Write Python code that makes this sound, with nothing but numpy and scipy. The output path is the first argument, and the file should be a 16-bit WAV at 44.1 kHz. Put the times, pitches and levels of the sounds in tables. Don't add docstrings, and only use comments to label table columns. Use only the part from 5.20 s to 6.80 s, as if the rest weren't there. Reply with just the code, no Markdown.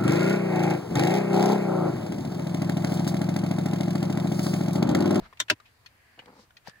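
import sys
import numpy as np
from scipy import signal
from scipy.fft import rfft, irfft
from scipy.io import wavfile
from scipy.ndimage import uniform_filter1d

SR = 44100
rng = np.random.default_rng(int(sys.argv[2]) if len(sys.argv) > 2 else 0)


def undo_db(level):
    steps = np.asarray(level, float) / 20
    return 10 ** steps


def dump_mix(stems):
    frames = np.atleast_2d(stems).T
    limited = np.clip(frames, -1, 1)
    pcm = np.round(limited * 32767).astype(np.int16)
    wavfile.write(sys.argv[1], SR, pcm)


N = 70560

# (time [s], level [dB])
ENGINE_FADE = [
    (0.0, -44.5),
    (0.106, -66),
    (0.12, -67),
]
# (frequency [Hz], density [dB per Hz])
ENGINE_TONE = [(15, -11), (25, -0.5), (110, -6), (233, -13), (494, -21), (647, -15.5), (900, -29.5),
               (1170, -38), (1980, -120)]

# (start [s], peak [s], end [s], level [dB], centre [Hz])
CLOTH_BRUSHES = [
    (.0, 0.061, 0.081, -51.5, 1204),
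    (.0, 0.046, 0.094, -62, 3950),
    (0.445, 0.462, .52, -60.5, 2400),
    (1.121, 1.22, 1.266, -61, 4630),
    (1.464, 1.478, 1.52, -53, 4590),
    (1.443, 1.476, 1.53, -50, 1200),
]
CLOTH_WIDTHS = [1.13, 0.51, 0.77, 0.73, 0.37, 2.5]

# (frequency [Hz], density [dB per Hz])
STREET_TONE = [(30, -20), (55, -1.5), (120, 3.5), (200, -5), (320, -25.5), (1000, -21), (1600, -7.5),
               (1850, -12.5), (2600, -19.5), (4800, -24.5), (6000, -46)]
# (time [s], level [dB])
STREET_SWELL = [(0, 12), (.3, 3.5), (.55, 6.5), (.85, 8), (1.2, 13), (1.34, -6.5), (1.43, 3.5), (1.6, 9.5)]
STREET_EDGES = [20, 220, 500, 1500, 3500, 9000]
# (frequency [Hz], density [dB])
HISS_TONE = [(1000, 14.5), (5000, 1), (15600, -1.5), (16000, -28.0)]

# (time [s], peak [dB], ring [Hz], t60 [s], pan [dB])
TAPS = [(0.126, -41.5, 1061, 0.041, 2), (0.132, -47.5, 1790, 0.026, 3), (0.171, -48, 2390, 0.057, 0),
        (.2955, -38, 3980, 0.0088, -1), (0.4, -46, 1214, 0.039, 5), (0.401, -52.5, 3870, 0.027, 2),
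        (0.456, -54.5, 2540, 0.086, 2), (0.65, -55, 1025, 0.0412, 4), (.980, -52.5, 710, 0.1, 5),
        (1.019, -51, 750, 0.044, -5), (1.057, -48, 2336, 0.02, 7), (1.058, -52.5, 4640, 0.02, 5),
        (1.081, -44, 850, .02, -1), (1.192, -54, 1180, 0.023, -3), (1.306, -51, 1448, 0.042, 1),
        (1.3056, -57.5, 3050, 0.02, 3.5), (1.3062, -57.5, 682, 0.015, 5), (1.352, -81, 1410, 0.0084, -3),
        (1.495, -42.5, 4720, 0.014, 20), (1.4965, -45.5, 1640, 0.0078, 17)]

# (frequency [Hz], level [dB], t60 [s])
DETENT_A_MODES = [(1028, -6, 0.059), (1414, -4, 0.042), (1638, -5.5, 0.045), (1800, -16.5, 0.027),
                  (2026, 0.5, 0.044), (2800, -17, .04), (3145, -1, 0.053), (3503, -4.5, 0.14),
                  (3643, 1, 0.063), (4220, -1.5, 0.042), (4280, -10, 0.044), (5590, -4.5, .04),
                  (5980, -3.5, 0.041), (7610, -1.5, 0.027)]
DETENT_B_MODES = [(1021, -13, .08), (1430, 0, 0.035), (1600, 0, 0.067), (1805, -4.5, 0.07),
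                  (2210, -14, 0.03), (2611, 1.5, .07), (2798, -7, 0.062), (3000, -6.5, 0.068),
                  (3666, -10, .05), (4285, -8.5, 0.058), (4544, -11, 0.02), (5003, -9, .06),
                  (5410, -4, 0.0413), (7530, -7, 0.03)]
# (frequency [Hz], density [dB per Hz])
DETENT_A_CRACK = [(300, -24), (1000, -17.5), (1500, -1.5), (2500, -12.5), (3600, -2), (4700, -13.5),
                  (6000, -8.5), (7600, -9.5), (8300, -17), (16000, -26)]
DETENT_B_CRACK = [(300, -21.5), (900, -17.5), (1500, -9), (2700, -8.5), (5500, -14.5), (8000, -24),
                  (10000, -29), (16000, -31.5)]
# (time [s], peak [dB], rise [s], crack share [dB], pan [dB])
LEVER_STROKES = [
    (0.194, -35.5, 0.00088, 1, 13),
    (0.2, -14, 0.00089, 3, 2.5),
    (0.2989, -7, 0.00077, 3, 2.5),
]
# (frequency [Hz], level [dB], swell time [s])
BOOM_MODES = [(109, -10, 0.031), (189.3, -12, 0.014), (255.8, -9.5, 0.024), (307, -3.5, 0.022),
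              (390.6, -5, 0.014), (610.5, 2, 0.0089), (752, -13, 0.014), (983, -5.5, 0.017)]
# (time [s], peak [dB], time scale [ratio])
BOOM_HITS = [
    (0.2, -42.5, 0.93),
    (.301, -22.5, 1.0),
]

# (frequency [Hz], level [dB], t60 [s])
TOCK_MODES = [(1750, -10, .05), (2350, -3, .055), (2930, 0, .06), (4400, -10, .045)]
TICK_MODES = [(778, -18, 0.045), (1414, -7.5, 0.048), (1873, -9, 0.06), (2483, -1.5, 0.052),
              (2633, -6, 0.029), (3206, -8.5, 0.044), (4346, -1, 0.038), (5000, -5.5, 0.028),
              (6330, -11.5, 0.035)]
# (frequency [Hz], density [dB per Hz])
TOCK_CRACK = [(300, -13.5), (1000, -14), (1700, -0.5), (3000, -1.5), (4500, -15), (16000, -37)]
TICK_CRACK = [(300, -25), (1000, -38), (1500, -6.5), (2600, -7), (3800, -5), (4700, -15), (5300, -13.5),
              (6500, -17), (7200, -23), (16000, -27)]
# (time [s], peak [dB], rise [s], crack share [dB], pan [dB])
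RELAY_STROKES = [
    (.282, -34.5, 0.001, 10.5, 3.5),
    (.660, -39.5, 0.0011, -0.5, 4.5),
    (.990, -34.5, 0.00095, 3.5, 2),
    (1.367, -39, 0.0014, -6.5, 2.5),
]

# (time [s], level [dB])
CREAK_LEVEL = [(.975, -52.5), (.995, -46), (1.015, -84), (1.022, -56), (1.04, -48.5), (1.05, -67),
               (1.055, -50), (1.09, -47.5), (1.13, -50.5), (1.18, -54), (1.2, -50.5), (1.215, -66.5),
               (1.235, -58), (1.27, -83)]
# (frequency [Hz], width [Hz], level [dB])
SEAT_MODES = [(108, 22, -11), (200, 90, -4), (310, 140, -3), (495, 55, -1), (860, 220, -2), (1400, 700, -1)]

# (time [s], peak [dB], ring [Hz], width [s], spike [dB])
KNOCKS = [
    (1.4695, -46, 4300, .0004, -6),
    (1.4744, -28, 820, .0011, -1),
    (1.4748, -37, 1750, .001, -12),
    (1.4749, -37, 4800, .0005, 2),
    (1.4788, -41, 4000, .0005, -6),
    (1.4807, -31, 5600, .0003, 6),
    (1.4845, -37, 520, .0011, -9),
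    (1.4855, -42, 170, .0035, -30),
]
# (frequency [Hz], level [dB])
SPIKE_TONE = [(900, -16), (1700, 0), (5000, -2), (8500, -6), (16500, -5)]
# (time [s], peak [dB], half length [s])
SQUEAK_THROBS = [(1.487, -57, .0025), (1.497, -57, .0025), (1.503, -57, .002), (1.517, -55, .003),
                 (1.525, -59, .002), (1.537, -54, .0028), (1.545, -54, .0022), (1.5595, -47.5, .0024),
                 (1.571, -54, .003), (1.587, -57, .002), (1.596, -60, .003)]


def colour(x, spec):
    points = np.array(spec)
    hz = np.arange(x.shape[-1] // 2 + 1) * SR / x.shape[-1] + 1
    gain = undo_db(np.interp(np.log(hz), np.log(points[:, 0]), points[:, 1]))
    return irfft(rfft(x) * gain, x.shape[-1])


def band(x, hz, width):
    return signal.lfilter(*signal.iirpeak(hz, hz / width, fs=SR), x)


def pair(size, alike_hz=700):
    mid, side = rng.standard_normal((2, size))
    side = signal.lfilter(*signal.butter(1, alike_hz, "high", fs=SR), side)
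    return np.array([mid + side, mid - side])


def unit(x):
    return x / np.sqrt(np.mean(x ** 2))


def walk(rate):
    k = int(SR / rate)
    steps = np.repeat(rng.standard_normal(N // k + 1), k)
    return unit(uniform_filter1d(uniform_filter1d(steps, k), k)[:N])


def curve(rows):
    r = np.array(rows)
    return undo_db(np.interp(np.arange(N) / SR, r[:, 0], r[:, 1], left=-120, right=-120))


def add(out, at, db, sound, pan_db=0):
    i = int(at * SR)
    panned = sound * undo_db(np.array([[pan_db], [-pan_db]]) / 2)
    panned = panned[:, :N - i] * undo_db(db) / np.abs(sound_mid_peak(panned[:, :N - i]))
    out[:, i:i + panned.shape[1]] += panned


def sound_mid_peak(sound):
    return np.abs(sound.mean(0)).max()


def hit(modes, rise, crack, crack_db, tail_s):
    cluster = .025
    padded_s = .043
    t = np.arange(SR // 6) / SR
    f, db, t60 = np.repeat(modes, 3, axis=0).T[:, :, None]
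    start, lead, off = rng.uniform(-np.pi, np.pi, (3, len(f), 1))
    t60 = np.minimum(t60, .068)
    side = np.arange(len(f))[:, None] % 3 > 0
    db, off = db - 7 * side, off * side
    lead = lead * np.minimum(f / 1200, 1) / 2
    f = f * (1 + cluster * off / np.pi)
    decay = undo_db(db - 60 * t / t60)
    ring = np.array([(decay * np.sin(2 * np.pi * f * t + start + s * lead)).sum(0) for s in (1, -1)])

    noise = unit(colour(pair(len(t)), crack))
    low = signal.lfilter(*signal.butter(1, 6000, fs=SR), noise)
    low_fade = undo_db(-60 * t / tail_s) + undo_db(-19.5 - 60 * t / (2.16 * tail_s))
    high_fade = undo_db(-60 * t / (0.66 * tail_s) + np.array([[-3.], [3.]]))
    noise = low * low_fade + (noise - low) * high_fade

    both = ring / np.abs(ring).max() + undo_db(crack_db) * noise / 3
    both = both * (1 - np.exp(-t / rise)) ** 2 / (1 + (t / padded_s) ** 20)
    return signal.lfilter(*signal.butter(2, 300, "high", fs=SR), both)


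def engine():
    return unit(colour(pair(N), ENGINE_TONE)) * curve(ENGINE_FADE) * undo_db(0.5)


def cloth():
    t, x = np.arange(N) / SR, 0
    for (start, top, end, db, hz), share in zip(CLOTH_BRUSHES, CLOTH_WIDTHS):
        shape = np.interp(t, [start, top, end], [0, 1, 0]) ** 1.1
        grain = undo_db(db + 0.48 * walk(91.6))
        x = x + grain * shape * unit(band(band(pair(N), hz, hz * share), hz, hz * share))
    return x


def street():
    level_db, rumble_db, pan_db, hiss_db = -65, 1, 1.5, -73
    noise = unit(colour(pair(N, alike_hz=400), STREET_TONE))
    bands = []
    for edges in zip(STREET_EDGES, STREET_EDGES[1:]):
        sos = signal.butter(2, edges, "band", fs=SR, output="sos")
        bands.append(undo_db(1.3 * walk(7)) * signal.sosfilt(sos, noise))
    x = undo_db(rumble_db) * bands[0] + curve(STREET_SWELL) * sum(bands[1:])
    x = x * undo_db(level_db + pan_db * np.array([[.5], [-.5]]))
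    return x + undo_db(hiss_db) * colour(pair(N), HISS_TONE)


def taps():
    x = np.zeros((2, N))
    for at, db, hz, t60, pan_db in TAPS:
        crack = [(hz / 4, -12), (hz, 0), (hz * 1.9, -5), (hz * 2.8, -15), (hz * 10, -34)]
        modes = [(hz, 0, t60), (hz * 1.15, -6, t60)]
        add(x, at, db, hit(modes, .0008, crack, crack_db=3.5, tail_s=t60), pan_db)
    return x


def lever():
    x = np.zeros((2, N))
    modes = (DETENT_A_MODES, DETENT_A_MODES, DETENT_B_MODES)
    cracks = (DETENT_A_CRACK, DETENT_A_CRACK, DETENT_B_CRACK)
    for (at, db, rise, crack_db, pan_db), m, c in zip(LEVER_STROKES, modes, cracks):
        add(x, at, db, hit(m, rise, c, crack_db, tail_s=0.05), pan_db)
    for at, db, scale in BOOM_HITS:
        add(x, at, db, boom(scale))
    return x


def boom(scale):
    t = np.arange(SR // 8) / SR / scale
    f, db, top = np.array(BOOM_MODES).T[:, :, None]
    start = rng.uniform(0, 2 * np.pi, (len(BOOM_MODES), 1))
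    level = undo_db(db - 34 * (1 - scale) * (f < 200))
    spread_s = np.where(t < top, 0.36 * top, .009)
    swell = level * np.exp(-.5 * ((t - top) / spread_s) ** 2)
    leads = (0.0011, -0.00059)
    return np.array([(swell * np.sin(2 * np.pi * f * t * scale + start + lead * f)).sum(0) for lead in leads])


def relay():
    x = np.zeros((2, N))
    sides = ((TOCK_MODES, TOCK_CRACK), (TICK_MODES, TICK_CRACK))
    for k, (at, db, rise, crack_db, pan_db) in enumerate(RELAY_STROKES):
        modes, crack = sides[k % 2]
        add(x, at, db, hit(modes, rise, crack, crack_db, tail_s=0.065), pan_db)
    return x


def creak():
    rate_hz, jitter, scatter_db = 150, .45, 2
    chance = rng.standard_normal((N // 100, 2)).T
    at = (np.cumsum(np.exp(jitter * chance[0])) * SR / rate_hz).astype(int)
    pulses = np.zeros(N)
    pulses[at[at < N]] = undo_db(scatter_db * chance[1][at < N])
    slip = signal.lfilter([1], [1, -np.exp(-1 / (0.018 * SR))], pulses)
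    drive = unit(uniform_filter1d(pulses, size=14)) + 1.6 * unit(slip * rng.standard_normal(N))
    drive = signal.lfilter(*signal.butter(2, 2400, fs=SR), drive) * curve(CREAK_LEVEL)
    body = [(-1) ** k * undo_db(db) * band(drive, f, w) * np.sqrt(SR / w) for k, (f, w, db) in enumerate(SEAT_MODES)]
    right = sum(body[:3]) + undo_db(-2.5) * np.roll(sum(body[3:]), 9)
    return undo_db(-23) * np.array([sum(body), right])


def hand_knocks():
    x = np.zeros((2, N))
    for at, db, hz, width_s, spike_db in KNOCKS:
        add(x, at - 220 / SR, db, knock(hz, width_s, spike_db), pan_db=14)
    return x


def knock(hz, width_s, spike_db):
    t = np.arange(-220, 600) / SR
    spike = colour(1. * (t == 0), SPIKE_TONE)
    thump = np.cos(2 * np.pi * hz * t) * np.exp(-.5 * (t / width_s) ** 2)
    return thump + undo_db(spike_db) * spike / spike.max() * np.ones((2, 1))


def squeak():
    pitch_hz, rise_hz_s = 1700, 900
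    t = np.arange(N) / SR
    throb = sum(undo_db(db) * np.exp(-.5 * ((t - at) / half) ** 2) for at, db, half in SQUEAK_THROBS)
    hz = pitch_hz + rise_hz_s * np.clip(t - SQUEAK_THROBS[0][0], 0, .08)
    hz = hz * (1 + .006 * walk(70))
    tone = np.sin(np.cumsum(2 * np.pi * hz / SR))
    rasp = .4 * unit(band(band(pair(N), pitch_hz, 300.), pitch_hz, 300.))
    return throb * (np.array([[.5], [1.5]]) * tone + rasp)


def scene():
    return (engine() + cloth() + street() + taps() + lever() + relay()
            + creak() + hand_knocks() + squeak())


def roll_off(x):
    return signal.sosfilt(signal.butter(12, 16820, fs=SR, output="sos"), x)


def record(dry):
    round_at, top_hz = .75, 16350
    rounded = round_at * np.tanh(dry / round_at)
    mix = signal.sosfilt(signal.ellip(8, .2, 70, top_hz, fs=SR, output="sos"), rounded)
    return roll_off(mix)


dry = scene()
out = record(dry)
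dump_mix(out)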